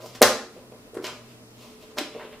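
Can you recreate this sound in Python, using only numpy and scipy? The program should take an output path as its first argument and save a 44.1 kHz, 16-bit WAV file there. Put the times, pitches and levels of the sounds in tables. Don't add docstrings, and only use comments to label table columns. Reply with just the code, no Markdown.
import sys
import numpy as np
from scipy import signal
from scipy.fft import rfft, irfft
from scipy.io import wavfile

SR = 44100
rng = np.random.default_rng(int(sys.argv[2]) if len(sys.argv) > 2 else 0)


def file_out(sig):
    cols = np.atleast_2d(sig).T
    lim = np.clip(cols, -1, 1)
    pcm = np.round(lim * 32767).astype(np.int16)
    wavfile.write(sys.argv[1], SR, pcm)


N = 105840

BAND_EDGES_HZ = 22 * 2 ** np.arange(0, 9.9, .5)

# frequency in Hz, relative density in dB.
FLOOR_SPECTRUM = [(15, -46), (25, -9), (113, -9), (165, -7.5), (228, -1.5), (291, -5.5), (437, -6),
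                  (486, -11), (981, -15.5), (13100, -26), (15800, -43)]
# frequency in Hz, left-right correlation.
FLOOR_CORRELATION = [(60, 0.64), (130, 0.56), (290, 1), (640, 0.48), (1410, 0.12), (3100, -0.93),
                     (6820, -0.53), (15000, -0.36)]
# frequency in Hz, central rms level in dB, waver in dB.
HUM_LINES = [(119, -63.5, 10.5), (241, -59.5, -3)]
# time in seconds, rms level in dB.
TONE_SWELL = [(0, -59.5), (.9, -61.5), (1.2, -61), (1.55, -66), (1.75, -54), (2.1, -53.5), (2.2, -49),
              (2.4, -51.5)]

# frequency in Hz, seconds to fall 60 dB.
ROOM_DECAY = [(100, 0.27), (250, 0.7), (600, 0.43), (1500, 0.44), (4000, 0.42), (7000, 0.41), (11000, 0.29),
              (15000, 0.25)]
# frequency in Hz, gain in dB.
ROOM_SPECTRUM = [(50, -16.5), (110, -16), (170, -20), (250, -9.5), (500, -5.5), (1000, 2), (3000, 0),
                 (8000, 0), (15000, -3.5)]
# frequency in Hz, left-right correlation.
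ROOM_CORRELATION = [(60, 0.82), (130, 0.99), (290, 0.99), (640, 1), (1410, 0.91), (3100, 0.37), (6820, 0.2),
                    (15000, -0.6)]
# frequency in Hz, left over right in dB.
ROOM_BALANCE = [(300, -0.5), (1000, -0.4), (2000, 0), (4000, 0.5), (8000, 0.7), (13000, -0.3)]

# frequency in Hz, gain in dB, seconds to fall 60 dB.
PLASTIC_MODES = [(256, -0.5, 0.077), (386, -3, .1), (462.8, -5.5, 0.2), (529.4, -2.5, 0.045),
                 (593, -0.5, 0.081), (625.3, -1.5, 0.073), (769.6, -6, 0.046), (951, -4.5, 0.034),
                 (4300, -22.5, .015), (5100, -24, 0.0075), (8300, -26, .008)]
# time in seconds, body, middle and treble in dB.
RUB_STROKES = [
    [(0.0, -23, -57.5, -54.5), (0.016, -61, -58, -59.5), (0.022, -50, -61, -54.5), (0.048, -40, -59, -55.5),
     (0.062, -65, -60, -51), (0.128, -56, -62, -64), (0.156, -72, -52, -54), (0.182, -56.5, -58, -59),
     (0.19, -33, -57, -55.5)],
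    [(0.52, -79, -65.5, -63), (0.574, -49.5, -64.5, -67.5), (0.706, -70, -81.5, -72),
     (0.724, -44, -61.5, -66), (0.732, -49.5, -78.5, -69), (0.854, -85, -68.5, -70), (0.88, -52, -79, -67),
     (0.922, -78.5, -77.5, -75.5), (0.93, -54, -66, -76)],
    [(1.02, -25, -46, -57), (1.032, -54, -65, -54), (1.046, -52, -38, -52), (1.062, -70, -41, -43),
     (1.072, -58, -40.5, -54), (1.182, -53, -82, -69), (1.302, -67, -59.5, -63.5), (1.4, -57, -82, -70),
     (1.5, -69.5, -82, -65)],
    [(1.5, -71.5, -70, -61), (1.528, -75, -74, -71.5), (1.62, -51.5, -57.5, -56.5),
     (1.794, -69, -68.5, -69.5), (1.828, -52, -57.5, -59), (1.878, -67, -69.5, -71), (1.916, -55, -62, -64),
     (1.96, -60, -80, -75), (1.975, -30, -40, -38)],
    [(2.09, -67, -84, -67), (2.138, -52, -54, -73), (2.15, -41, -55, -66), (2.196, -49.5, -53.5, -70),
     (2.256, -50.5, -54.5, -64.5), (2.3, -49, -65, -84), (2.316, -67, -62, -69), (2.334, -46, -51.5, -72),
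     (2.4, -72, -92.5, -78.5)],
]
# frequency in Hz, relative density in dB.
RUB_MIDDLE_SPECTRUM = [(600, -77), (1200, 20), (1900, -16.5), (2500, 31), (3200, 31), (4500, -50),
                       (9000, -52)]
RUB_TREBLE_SPECTRUM = [(2500, -40), (4500, 18.5), (7000, 11.5), (9000, 4.5), (15000, 10.5)]
# start in seconds, envelope peak in dB, pitch in Hz.
TABLE_KNOCKS = [(0.211, -13.5, 464), (.564, -36.5, 510), (.578, -38, 517), (0.72, -40.5, 476),
                (.734, -39.5, 470), (.868, -45, 455), (.933, -34.5, 433), (.950, -44, 460),
                (.967, -20.5, 375), (.986, -29.5, 380), (0.997, -26, 377), (1.010, -31, 390),
                (1.034, -35, 390), (2.009, -22, 300), (2.149, -37, 475), (2.162, -29, 496),
                (2.177, -38, 496), (2.221, -37.5, 406.5), (2.249, -34, 440)]
# frequency in Hz, gain in dB.
CRACK_SPECTRUM = [(60, -35), (130, -12), (200, -77), (350, -20), (600, -14), (1500, -5), (3000, -4.5),
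                  (6500, 0), (11000, 3.5), (15000, 25)]
CLICK_COLOUR_HZ = [500, 1500, 3000, 5000, 9000, 14000]
# start in seconds, level in dB, six colour offsets in dB,
# seconds for the crack to fall 60 dB (raised to 0.028 if shorter).
CATCH_CLICKS = [(0.0205, -43.5, -7.5, -15, -12, -4.5, -29, -34, 0.041),
                (0.0605, -31, -7, -23, -19, -11, -28, -39, 0.031),
                (0.1498, -31, -14, -11, -19, -9, -27, -41, 0.058),
                (0.1574, -39, -20, -20, -15, -9, -16, -30, 0.066),
                (0.2174, -2, -6.5, -15, -11.5, -30, -11.5, -37, 0.047),
                (0.2253, -7.5, -15, -24.5, -11, -0.5, -11.5, -21.5, 0.048),
                (0.9439, -41.5, -5, -14, -10.5, -15.5, -10.5, -43.5, 0.079),
                (0.9502, -39, -3, -9.5, -20, -19, -13, -42.5, 0.062),
                (0.9715, -32.5, -8, -4, -15.5, -19, -27, -41, 0.042),
                (1.0424, -22.5, -14, -13, -9.5, -12.5, -21.5, -44, 0.051),
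                (1.0499, -36, -27, -32, -5, 5, -20, -34, 0.04),
                (1.0672, -30, -5.5, -25, -40, 2.5, -16.5, -37, 0.033),
                (1.0779, -30, -12, -4, -24, -38, -19, -40, 0.05),
                (1.9839, -14.5, -14, -17.5, -7, -8.5, -27, -37, 0.053),
                (1.9914, -21.5, -16, -34, -12.5, -18, -14.5, -40.5, 0.038),
                (2.3266, -46.5, -20, 2, -8, -24, -26.5, -31, 0.052),
                (.2215, -10.5, -15, -3.5, -16, -8.5, -23.5, -26.5, 0.015),
                (.231, -8, -10, -4, -6, -11, -21, -38.5, .04),
                (1.972, -40, 5, 6.5, -19, -1, -16, -35, 0.15),
                (1.979, -29, -6, -11.5, -2, -4, -36, -37, 0.034),
                (2.196, -38.5, -4.5, 1.5, -20, -23, -38, -45, 0.22)]


def amp(db):
    return 10 ** (np.asarray(db) / 20)


def unit_rms(x):
    return x / np.sqrt(np.mean(x ** 2) + 1e-20)


def at_hz(points, hz):
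    frequencies, values = np.transpose(points)
    return np.interp(np.log(hz), np.log(frequencies), values)


def bands():
    return [(signal.butter(2, [lo, hi], "band", fs=SR, output="sos"), np.sqrt(lo * hi))
            for lo, hi in zip(BAND_EDGES_HZ, BAND_EDGES_HZ[1:])]


def drift(rate_hz):
    pole = np.exp(-80 * np.pi * rate_hz / SR)
    white = rng.standard_normal(N // 40 + 2002)
    slow = signal.lfilter([1], [1, -2 * pole, pole * pole], white)[2000:]
    return np.interp(np.arange(N) / 40, np.arange(len(slow)), unit_rms(slow))


def stereo(mid, side, correlation):
    alike = np.clip(correlation, -.99, .995)
    return (np.sqrt(1 + alike) * mid + np.sqrt(1 - alike) * side * np.array([[1], [-1]])) / np.sqrt(2)


def colour(x, spectrum):
    return unit_rms(sum((-1) ** k * amp(at_hz(spectrum, hz)) * signal.sosfilt(sos, x)
                        for k, (sos, hz) in enumerate(bands())))


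def ring(impulses, hz, t60):
    r, w = amp(-60 / (t60 * SR)), 2 * np.pi * hz / SR
    return signal.lfilter([0, np.sin(w)], [1, -2 * r * np.cos(w), r * r], impulses + 1e-18)


def noise_floor(level_db=-51.5, flicker_db=-0.6):
    white, out = rng.standard_normal((2, 2, N)), np.zeros((2, N))
    for k, (sos, hz) in enumerate(bands()):
        mid, side = signal.sosfilt(sos, white[k % 2])
        gain = amp(at_hz(FLOOR_SPECTRUM, hz) + flicker_db * drift(3.1))
        out += gain * stereo(mid, side, at_hz(FLOOR_CORRELATION, hz))
    return amp(level_db) * unit_rms(out)


def appliance_hum():
    t, out = np.arange(N) / SR, np.zeros(N)
    for hz, db, waver_db in HUM_LINES:
        height = np.sqrt(2) * amp(db + waver_db * np.tanh(drift(1.5)))
        out += height * np.sin(2 * np.pi * hz * t + 1.9 * drift(3.5))
    return out


def thin_tone(hz=434):
    t = np.arange(N) / SR
    height = np.sqrt(2) * amp(np.interp(t, *np.transpose(TONE_SWELL)))
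    return height * np.sin(2 * np.pi * hz * t + 0.48 * drift(4.2))


def carpeted_room(source, tail_db=0.5, gap_s=0.001, bass_cut_hz=256):
    t = np.arange(int(.7 * SR)) / SR
    white, response = rng.standard_normal((2, 2, len(t))), np.zeros((2, len(t)))
    for k, (sos, hz) in enumerate(bands()):
        fade = amp(-60 * t / at_hz(ROOM_DECAY, hz)) * np.clip(t / gap_s - 1, 0, 1)
        fade *= amp(tail_db + at_hz(ROOM_SPECTRUM, hz)) / np.sqrt(np.sum(fade ** 2))
        tail = stereo(*white[k % 2], at_hz(ROOM_CORRELATION, hz)) * fade
        balance = amp(at_hz(ROOM_BALANCE, hz) / 2 * np.array([[1], [-1]]))
        response += balance * signal.sosfilt(sos, tail)
    direct = signal.sosfilt(signal.butter(4, bass_cut_hz, "high", fs=SR, output="sos"), source)
    return direct + signal.fftconvolve(source[None], response, axes=1)[:, :N]


def hand_rubbing(slips_per_s=5000, spread_db=1):
    t, out = np.arange(N) / SR, np.zeros(N)
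    sizes = amp(spread_db * np.minimum(rng.exponential(1, N), 4)) * rng.choice([-1, 1], N)
    slips = sizes * (rng.random(N) < slips_per_s / SR) + 1e-18
    body = unit_rms(sum(amp(db) * ring(slips, hz, t60) for hz, db, t60 in PLASTIC_MODES[:8]))
    layers = body, colour(slips, RUB_MIDDLE_SPECTRUM), colour(slips, RUB_TREBLE_SPECTRUM)
    for stroke in RUB_STROKES:
        times, *levels_db = np.transpose(stroke)
        touch = np.clip(np.minimum(t - times[0], times[-1] - t) / .008, 0, 1)
        out += touch * sum(amp(np.interp(t, times, db)) * layer for db, layer in zip(levels_db, layers))
    return out


def table_knocks(rise_cycles=0.61, fall_cycles=1.32):
    t, out = np.arange(SR // 20) / SR, np.zeros(N)
    for start_s, db, hz in TABLE_KNOCKS:
        start = int(start_s * SR)
        shape = (1 - np.exp(-t * hz / rise_cycles)) ** 2 * np.exp(-t * hz / fall_cycles)
        out[start:start + len(t)] += amp(db) * shape / shape.max() * np.sin(2 * np.pi * hz * t)
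    return out


def crack_bursts(t60s, leading_edge=0.24):
    t = np.arange(SR // 16) / SR
    fade = amp(-60 * t / np.maximum(t60s, .028))
    cracks = rng.standard_normal(fade.shape) * fade
    for _ in range(3):
        spectrum = rfft(cracks, axis=1)
        cracks = irfft(spectrum / np.abs(spectrum), len(t), axis=1) * fade
        cracks /= np.abs(cracks).max(axis=1, keepdims=True)
        cracks = np.sign(cracks) * np.sqrt(np.abs(cracks) * fade)
    cracks[:, 0] = leading_edge
    return cracks


def click_strengths(hz):
    return amp([row[1] + np.interp(np.log(hz), np.log(CLICK_COLOUR_HZ), row[2:8])
                for row in CATCH_CLICKS])


def catch_clicks(modes_db=-2, scatter_db=2, crack_db=4):
    rows, out = np.array(CATCH_CLICKS), np.zeros(N)
    starts = (rows[:, 0] * SR).astype(int)
    scatter = scatter_db * rng.standard_normal((len(rows), len(PLASTIC_MODES)))
    for k, (hz, db, t60) in enumerate(PLASTIC_MODES):
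        impulses = np.zeros(N)
        impulses[starts] = click_strengths(hz) * amp(modes_db + db + scatter[:, k])
        out += ring(impulses, hz, t60)
    cracks = crack_bursts(t60s=rows[:, 8:])
    for k, (sos, hz) in enumerate(bands()[2:]):
        band = signal.sosfilt(sos, cracks)
        peaks = amp(crack_db + at_hz(CRACK_SPECTRUM, hz)) * click_strengths(hz)
        band *= ((-1) ** k * peaks / np.abs(band).max(axis=1))[:, None]
        for start, crack in zip(starts, band):
            out[start:start + len(crack)] += crack
    return out


def scene():
    handling = catch_clicks() + table_knocks() + hand_rubbing()
    return carpeted_room(handling) + noise_floor() + appliance_hum() + thin_tone()


def record(dry):
    treble_cut = signal.cheby2(16, 80, 16400, fs=SR, output="sos")
    return signal.sosfilt(treble_cut, np.clip(dry, -1, 1))


dry = scene()
out = record(dry)
file_out(out)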